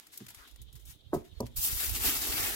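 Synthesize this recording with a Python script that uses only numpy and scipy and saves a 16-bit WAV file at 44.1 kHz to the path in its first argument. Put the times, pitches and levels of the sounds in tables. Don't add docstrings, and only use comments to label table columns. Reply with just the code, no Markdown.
import sys
import numpy as np
from scipy import signal
from scipy.fft import rfft, irfft
from scipy.io import wavfile
from scipy.ndimage import uniform_filter1d

SR = 44100
rng = np.random.default_rng(int(sys.argv[2]) if len(sys.argv) > 2 else 0)


def gain_from_db(level_db):
    decades = np.asarray(level_db, float) / 20
    return 10 ** decades


def inscribe(sig):
    pcm = np.round(np.clip(np.atleast_2d(sig).T, -1, 1) * 32767)
    wavfile.write(sys.argv[1], SR, pcm.astype(np.int16))


N = 112454


def rms_one(x):
    return x / np.sqrt(np.mean(x ** 2) + 1e-20)


def in_time(rows):
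    s, *columns = np.transpose(rows)
    return [np.interp(np.arange(N) / SR, s, c) for c in columns]


def at_hz(points, hz):
    points = np.array(points)
    return np.interp(np.log(hz), np.log(points[:, 0]), points[:, 1])


def drift(rate_hz):
    r = np.exp(-40 * np.pi * rate_hz / SR)
    slow = signal.lfilter([1], [1, -2 * r, r * r], rng.standard_normal(N // 20 + 2002))[2000:]
    return np.interp(np.arange(N) / 20, np.arange(len(slow)), rms_one(slow))


def band(x, low_hz, high_hz, order=2):
    return signal.sosfilt(signal.butter(order, [low_hz, high_hz], "band", fs=SR, output="sos"), x)


def sides(pan_db):
    return gain_from_db(np.array([pan_db / 2, -pan_db / 2]))


# frequency_hz, likeness (0 to 1)
COHERENCE = [(250, 0.87), (700, 0.18), (2000, 0.16), (8000, 0.18)]


def coloured(source, spectrum, dull_db, patchy_db, hollow_db=0, balance=None):
    patches_per_s, hollow_hz, hollow_octaves = 22, (538, 1900), 0.71
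    out, treble_power = 0, 0
    edges = 160 * 2 ** np.arange(0, 7.1, .5)
    for k, (low, high) in enumerate(zip(edges, edges[1:])):
        mid, side = band(source[k % 2], low, min(high, 19000))
        hz = np.sqrt(low * high)
        alike = np.clip(at_hz(COHERENCE, hz), 0, 1)
        flat = gain_from_db(at_hz(spectrum, hz) - 40 * (hz < spectrum[0][0] * .8))
        treble_power += flat ** 2 * (high - low) * (4000 < hz < 15000) * 2 / SR
        patchiness_db = patchy_db * min(1, (3000 / hz) ** 0.48) * drift(patches_per_s)
        hollow = sum(np.exp(-(np.log2(hz / h) / hollow_octaves) ** 2) for h in hollow_hz)
        gain = flat * gain_from_db(dull_db * np.log2(9000 / hz) + patchiness_db) * gain_from_db(hollow_db * hollow)
        if balance:
            gain = gain * sides(at_hz(balance, hz))[:, None]
        out = out + gain * (np.sqrt(1 + alike) * mid + np.sqrt(1 - alike) * side * [[1], [-1]])
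    return out / np.sqrt(2 * treble_power)


# frequency_hz, density_db (per Hz)
AIR_SPECTRUM = [(88, -32), (150, -10), (280, 3.5), (1340, -16), (2700, -48), (3770, -13), (4410, -27),
                (16000, -27.5)]


def outdoors():
    air = gain_from_db(-85) * coloured(rng.standard_normal((2, 2, N)), AIR_SPECTRUM, 0, patchy_db=-2.5)
    insects = rms_one(band(rng.standard_normal((2, N)), 3040, 3960))
    return air + gain_from_db(-68 + 3.6 * drift(16)) * insects


# start_s, length_s, level_db, from_hz, to_hz
BIRD_CHIRP = (1.345, .05, -61, 4550, 4050)


def bird():
    s, length, db, from_hz, to_hz = BIRD_CHIRP
    part = np.clip((np.arange(N) / SR - s) / length, 0, 1)
    hz = from_hz + (to_hz - from_hz) * part
    return gain_from_db(db) * 4 * part * (1 - part) * np.sin(2 * np.pi * np.cumsum(hz) / SR)


# time_s, level_db
GUSTS = [(0, -88.5), (.33, -74.5), (.4, -75), (.5, -74), (.63, -58), (.9, -58.5), (1.0, -76), (1.14, -54),
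         (1.24, -59), (1.33, -60.5), (1.42, -65.5), (1.75, -54.5), (2.05, -47), (2.35, -51), (2.55, -56)]
# time_s, level_db, pitch_hz
PORT_FLUTTER = [(0, -90, 54.7), (.45, -72, 49.8), (.56, -54.5, 55.6), (.6, -68, 60), (.63, -49, 56.3),
                (.71, -56, 53.8), (.75, -46, 69.3), (.8, -55, 49), (.89, -48, 64), (.92, -62, 53.4),
                (1.0, -90, 54.96), (1.6, -64, 58.37), (1.74, -44.5, 55.9), (1.8, -53, 59.7),
                (1.9, -42, 64.75), (2.1, -47, 55.4), (2.3, -53, 63.2), (2.55, -51, 49.24)]
# centre_s, level_db, pitch_hz
PUFFS_LEFT = [(.375, -50.5, 75.5), (.41, -52, 49.4), (.6, -49, 42)]
PUFFS_RIGHT = [(0.621, -53, 70.6), (0.756, -40.5, 99), (0.539, -47, 46), (0.962, -53.5, 121),
               (1.105, -47, 100), (1.379, -35.5, 57.6), (1.731, -35, 90), (1.765, -37.5, 55.2),
               (1.891, -35, 61), (1.924, -25, 73), (2.3, -33, 54.4), (2.344, -35, 86.5)]


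def wind():
    lump_db, left_port_db, puff_cycles = 7, -18.5, 0.57
    noise = rms_one(band(rng.standard_normal((2, N + SR)), 28.6, 112.2, order=3)[:, SR:])
    lumps_db = lump_db * np.array([drift(11.0), drift(10.0)])
    out = noise * gain_from_db(in_time(GUSTS)[0] + 6 + lumps_db)
    out = out * gain_from_db([[left_port_db], [0]])
    db, hz = in_time(PORT_FLUTTER)
    wandering_hz = hz * (1 + 0.073 * drift(16.8))
    out[1] += gain_from_db(db + 6) * np.sin(2 * np.pi * np.cumsum(wandering_hz) / SR)
    t = np.arange(N) / SR
    for port, puffs in enumerate([PUFFS_LEFT, PUFFS_RIGHT]):
        for s, db, hz in puffs:
            envelope = np.exp(-((t - s) * hz / puff_cycles) ** 2)
            out[port] -= gain_from_db(db + 3) * envelope * np.sin(2 * np.pi * hz * (t - s))
    return out


# start_s, length_s, level_db, centre_hz, width_hz
SCRAPES = [
    (0.369, 0.11, -57.5, 1440, 690),
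    (1.402, 0.0067, -45.5, 4520, 700),
    (1.402, 0.0082, -44, 5700, 600),
]


def scrapes():
    out = 0
    for s, length, db, hz, width_hz in SCRAPES:
        swell = np.sin(np.pi * np.clip((np.arange(N) / SR - s) / length, 0, 1))
        noise = band(rng.standard_normal((2, N)), hz - width_hz / 2, hz + width_hz / 2)
        out = out + gain_from_db(db) * swell * rms_one(noise)
    return out


def wall(x):
    low_t60_s, high_t60_s, tail_db = 0.29, 0.21, -11.5
    t = np.arange(SR // 2) / SR
    split = signal.butter(2, 890, fs=SR, output="sos")
    noise = rng.standard_normal((2, len(t)))
    low = signal.sosfilt(split, noise)
    tail = low * gain_from_db(-60 * t / low_t60_s) + (noise - low) * gain_from_db(-60 * t / high_t60_s)
    tail = tail * (t > .004)
    tail = tail / np.sqrt(np.sum(tail ** 2, axis=1, keepdims=True))
    low = signal.sosfiltfilt(split, x)
    direct = low * sides(-1.5)[:, None] + (x - low) * sides(0.5)[:, None]
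    return direct + gain_from_db(tail_db) * signal.oaconvolve(x[None], tail, axes=1)[:, :N]


def table(knocks, modes, count=3):
    rattle_s, rattle_db, darken_db = .012, -9, 104
    s, db = np.transpose(knocks)
    s = np.append(s, s[:, None] + rattle_s * rng.uniform(0.196, 1, (len(s), count)))
    db = np.append(db, np.repeat(db + rattle_db, count))
    out = np.zeros(N)
    for k, (hz, level_db, t60) in enumerate(modes):
        clicks = np.full(N, 1e-18)
        darker_db = darken_db * (s - s[0]) * np.log2(hz / 300)
        strike_db = db + level_db - darker_db + 1.7 * rng.standard_normal(len(s))
        clicks[(s * SR).astype(int)] = gain_from_db(strike_db) * (-1) ** k
        r, w = gain_from_db(-60 / (t60 * SR)), 2 * np.pi * hz / SR
        out += signal.lfilter([0, np.sin(w)], [1, -2 * r * np.cos(w), r * r], clicks)
    return band(out, 46, 1320)


# start_s, strength_db
JAR_HITS = [
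    (.207, -40),
    (.216, -38.5),
    (.228, -67),
]
LIFT_HITS = [
    (1.131, -19.5),
    (1.144, -24.5),
    (1.161, -28),
    (1.19, -44),
]
DROP_HITS = [
    (1.403, -25.5),
    (1.414, -37),
    (1.428, -36.5),
    (1.44, -38.5),
]
# frequency_hz, level_db, t60_s
JAR_TABLE_MODES = [(128, -8, 0.24), (217, -2, 0.04), (315, -12, 0.063), (392, -9, 0.036)]
LIFT_TABLE_MODES = [(149.5, -7.5, 0.042), (239, -5, 0.035), (346, 2.5, 0.032), (386, -7, 0.078),
                    (423, -16, 0.19), (559, -3.5, 0.038), (679, -5.5, 0.03), (720, -7.5, 0.052),
                    (874, -3.5, 0.024), (1010, -18, 0.047), (1054, -17, 0.087), (1250, -8.5, 0.021),
                    (1340, -22, 0.1), (1544, -11, 0.024), (1986, -23.5, 0.053)]
DROP_TABLE_MODES = [(60.5, -9, 0.24), (121, -4, 0.14), (172, -8.5, 0.032), (237, -4.5, 0.084),
                    (292, -2.5, 0.038), (410, -0.5, 0.034), (476, -7, 0.056), (550, 0.5, 0.025),
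                    (707, 0, 0.017), (747, -7.5, 0.042), (840, -11, 0.03), (985, -4.5, 0.021),
                    (1220, -25, 0.049)]


def knocking():
    jar = table(JAR_HITS, JAR_TABLE_MODES)
    return jar + table(LIFT_HITS, LIFT_TABLE_MODES) + table(DROP_HITS, DROP_TABLE_MODES)


def buckling(t60, count=6):
    clicks_per_s, spread_db, clump_db = 7000, -0.5, 0.85
    born = rng.random(N) < clicks_per_s * gain_from_db(clump_db * drift(90)) / SR
    size = gain_from_db(spread_db * np.minimum(rng.exponential(1, N), 5))
    clicks = born * size * rng.choice([-1, 1], (2, 2, N))
    patch = rng.integers(0, count, (2, 1, N))
    t, out = np.arange(1024) / SR, 0
    for k in range(count):
        spectrum = rfft(rng.standard_normal((2, 2, len(t))) * gain_from_db(-60 * t / t60))
        ring = irfft(spectrum / np.sqrt(uniform_filter1d(abs(spectrum) ** 2, size=15)))
        out = out + signal.oaconvolve(clicks * (patch == k), ring, axes=2)[..., :N]
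    return rms_one(out)


# time_s, level_db
HAND_PRESS = [(0, -61.5), (.11, -68), (.22, -62.5), (.4, -63), (.54, -69), (.68, -75.5), (.83, -74),
              (.99, -77), (1.09, -78.5), (1.2, -65), (1.3, -80), (1.42, -64), (1.53, -72)]
# peak_s, peak_db, attack_s, t60_s,
# dullness_db (per octave)
CREASE_SNAPS = [(0.07, -43.5, 0.0016, 0.04, 3.5), (0.139, -40, 0.024, 0.21, 3),
                (0.1779, -28, 0.0029, 0.029, -2.5), (0.205, -56.5, 0.0013, 0.048, 16),
                (0.268, -36.5, 0.0046, 0.013, 4), (0.288, -35.5, 0.0039, 0.065, 3.5),
                (0.306, -40, 0.0025, 0.043, 5.1), (0.348, -38.5, 0.0016, 0.058, 3.5),
                (0.389, -50.5, 0.024, 0.22, 7), (0.478, -45.5, 0.005, 0.083, 6.5),
                (0.514, -48, .003, 0.03, 2.5), (0.561, -47.5, 0.0014, 0.022, 5.5),
                (0.619, -41, 0.002, 0.055, -2), (0.729, -43.5, 0.0013, 0.063, -0.5),
                (0.757, -41.5, 0.0029, 0.098, 2.5), (0.799, -50, 0.0037, 0.19, 1),
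                (0.856, -46.5, 0.0024, 0.13, -1.5), (0.912, -39.5, 0.065, 0.13, 2.5),
                (1.141, -33.5, 0.0077, 0.082, -4), (1.15, -41.5, 0.021, 0.11, 10),
                (1.25, -52.5, 0.0077, 0.25, 6.5), (1.406, -31, 0.001, 0.025, -1),
                (1.46, -45.5, 0.0023, 0.024, 5), (1.467, -38.5, 0.0008, 0.042, 5)]
# frequency_hz, density_db (per Hz)
CREASE_SPECTRUM = [(410, -49), (700, -23.5), (2160, -10), (2400, -12), (5840, -4), (8990, -2.5),
                   (11400, 1.5), (16000, -3)]


def pressing():
    crest_db, crack_db, crack_t60_s = -11.5, 5.5, 0.0055
    t = np.arange(N) / SR
    gain = gain_from_db(in_time(HAND_PRESS)[0]) * (t < FOLD_CURVE[0][0])
    dull = gain * 6.5
    for s, db, attack, t60, dull_db in CREASE_SNAPS:
        rise = np.clip((t - s) / attack + 1, 0, 1)
        burst = rise * gain_from_db(db + crest_db - 60 * np.clip(t - s, 0, 1) / t60)
        if attack < .0045:
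            since = np.clip(t - s + attack, 0, 1)
            crack = gain_from_db(db + crest_db + crack_db - 60 * since / crack_t60_s)
            burst = burst + (t >= s - attack) * crack
        gain, dull = gain + burst, dull + burst * dull_db
    mean_dull_db = dull / (gain + 1e-9)
    return gain * coloured(buckling(t60=0.0028), CREASE_SPECTRUM, mean_dull_db, patchy_db=1.0)


# time_s, level_db, dullness_db (per octave, as more sheet moves)
FOLD_CURVE = [(1.566, -38.5, -3), (1.6, -41, -2), (1.65, -29.5, -2.5), (1.7, -37.5, -0.5),
              (1.75, -38.5, -2), (1.83, -36, -1.3), (1.86, -36, -2), (1.925, -43, -0.5),
              (1.955, -38.5, 0.2), (1.99, -40, 0.04), (2.06, -30.5, 0.42), (2.13, -34.5, 0.07),
              (2.21, -39, 0.04), (2.26, -38, 0.13), (2.34, -36, 0.5), (2.46, -35.5, 0.5),
              (2.55, -39.5, 0.5)]
# time_s, left_minus_right_db, hollow_db
SHEET_SWING = [(1.56, -3, -8), (1.66, -1.5, -8.5), (1.72, 0, -1), (1.77, 0, -0.5), (1.83, 0.5, 4.5),
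               (1.88, 0.5, 0), (1.95, -1, -1), (2.1, -1, 0), (2.55, -1.5, 3.5)]
# start_s, boost_db, t60_s
BIG_CREASES = [(1.571, 4.5, 0.14), (1.618, -1, .1), (1.633, 0.5, 0.19), (1.795, 3, 0.11),
               (1.894, 5.5, 0.056), (1.949, 4.5, 0.047), (2.034, 2, 0.2), (2.076, 0.5, .1),
               (2.152, 2.5, 0.097), (2.216, 3, 0.12), (2.269, 1.5, 0.071), (2.317, 1, 0.15),
               (2.38, 2.5, .12), (2.448, 1.5, 0.088)]
# frequency_hz, density_db (per Hz)
SHEET_SPECTRUM = [(120, -54), (200, -13.5), (311, 1.5), (548, -14.5), (709, -8.5), (2130, -4), (8900, -3),
                  (15100, 1), (16000, -0.5)]
# frequency_hz, left_minus_right_db
SHEET_BALANCE = [(60, -15.5), (130, 19), (290, -6), (640, 6), (1410, -0.5), (3100, 5), (6820, 2.5),
                 (15000, 2)]


def folding():
    attack_s = 0.012
    t = np.arange(N) / SR
    level_db, dull_db = in_time(FOLD_CURVE)
    pan_db, hollow_db = in_time(SHEET_SWING)
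    rise = np.clip((t - FOLD_CURVE[0][0]) / attack_s + 1, 0, 1) ** 2
    for s, boost_db, t60 in BIG_CREASES:
        decay = (t >= s) * gain_from_db(-60 * np.clip(t - s, 0, 1) / t60 / 2)
        rise = rise * (1 + (gain_from_db(boost_db) - 1) * decay)
    sheet = coloured(buckling(t60=.011), SHEET_SPECTRUM, dull_db, 1.64, hollow_db, SHEET_BALANCE)
    return rise * gain_from_db(level_db + 2.5) * sides(pan_db) * sheet


def scene():
    knocks = knocking()
    foil = folding() + pressing() * sides(2)[:, None]
    return foil + wall(knocks) + scrapes() + bird() + wind() + outdoors()


def gate(x, size=2048):
    threshold_db, slope = -2.5, 0.71
    hole_db, hole_bins, hole_frames, hole_rarity = -22, 7, 3, 1.75
    hz, _, cells = signal.stft(x, SR, nperseg=size)
    power = abs(cells) ** 2 + 1e-24
    share = power / uniform_filter1d(power, size=25, axis=1)
    gain = np.minimum(1, share / gain_from_db(2 * threshold_db)) ** slope
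    chance = rng.standard_normal(power.shape[1:])[np.arange(len(hz)) // hole_bins]
    chance = rms_one(uniform_filter1d(chance, size=hole_frames, axis=1))
    gain = gain * gain_from_db(hole_db * (chance > hole_rarity))
    gain[:, hz < 450] = 1
    return signal.istft(cells * gain, nperseg=size)[1][:, :N]


def top_cut(x):
    return signal.sosfilt(signal.butter(12, 17000, fs=SR, output="sos"), x)


def record(dry):
    spaced = gate(np.array([dry[0], np.roll(dry[1], 7)]))
    cut = signal.sosfilt(signal.ellip(12, .3, 60, 15850, fs=SR, output="sos"), spaced)
    return top_cut(cut)


dry = scene()
out = record(dry)
inscribe(out)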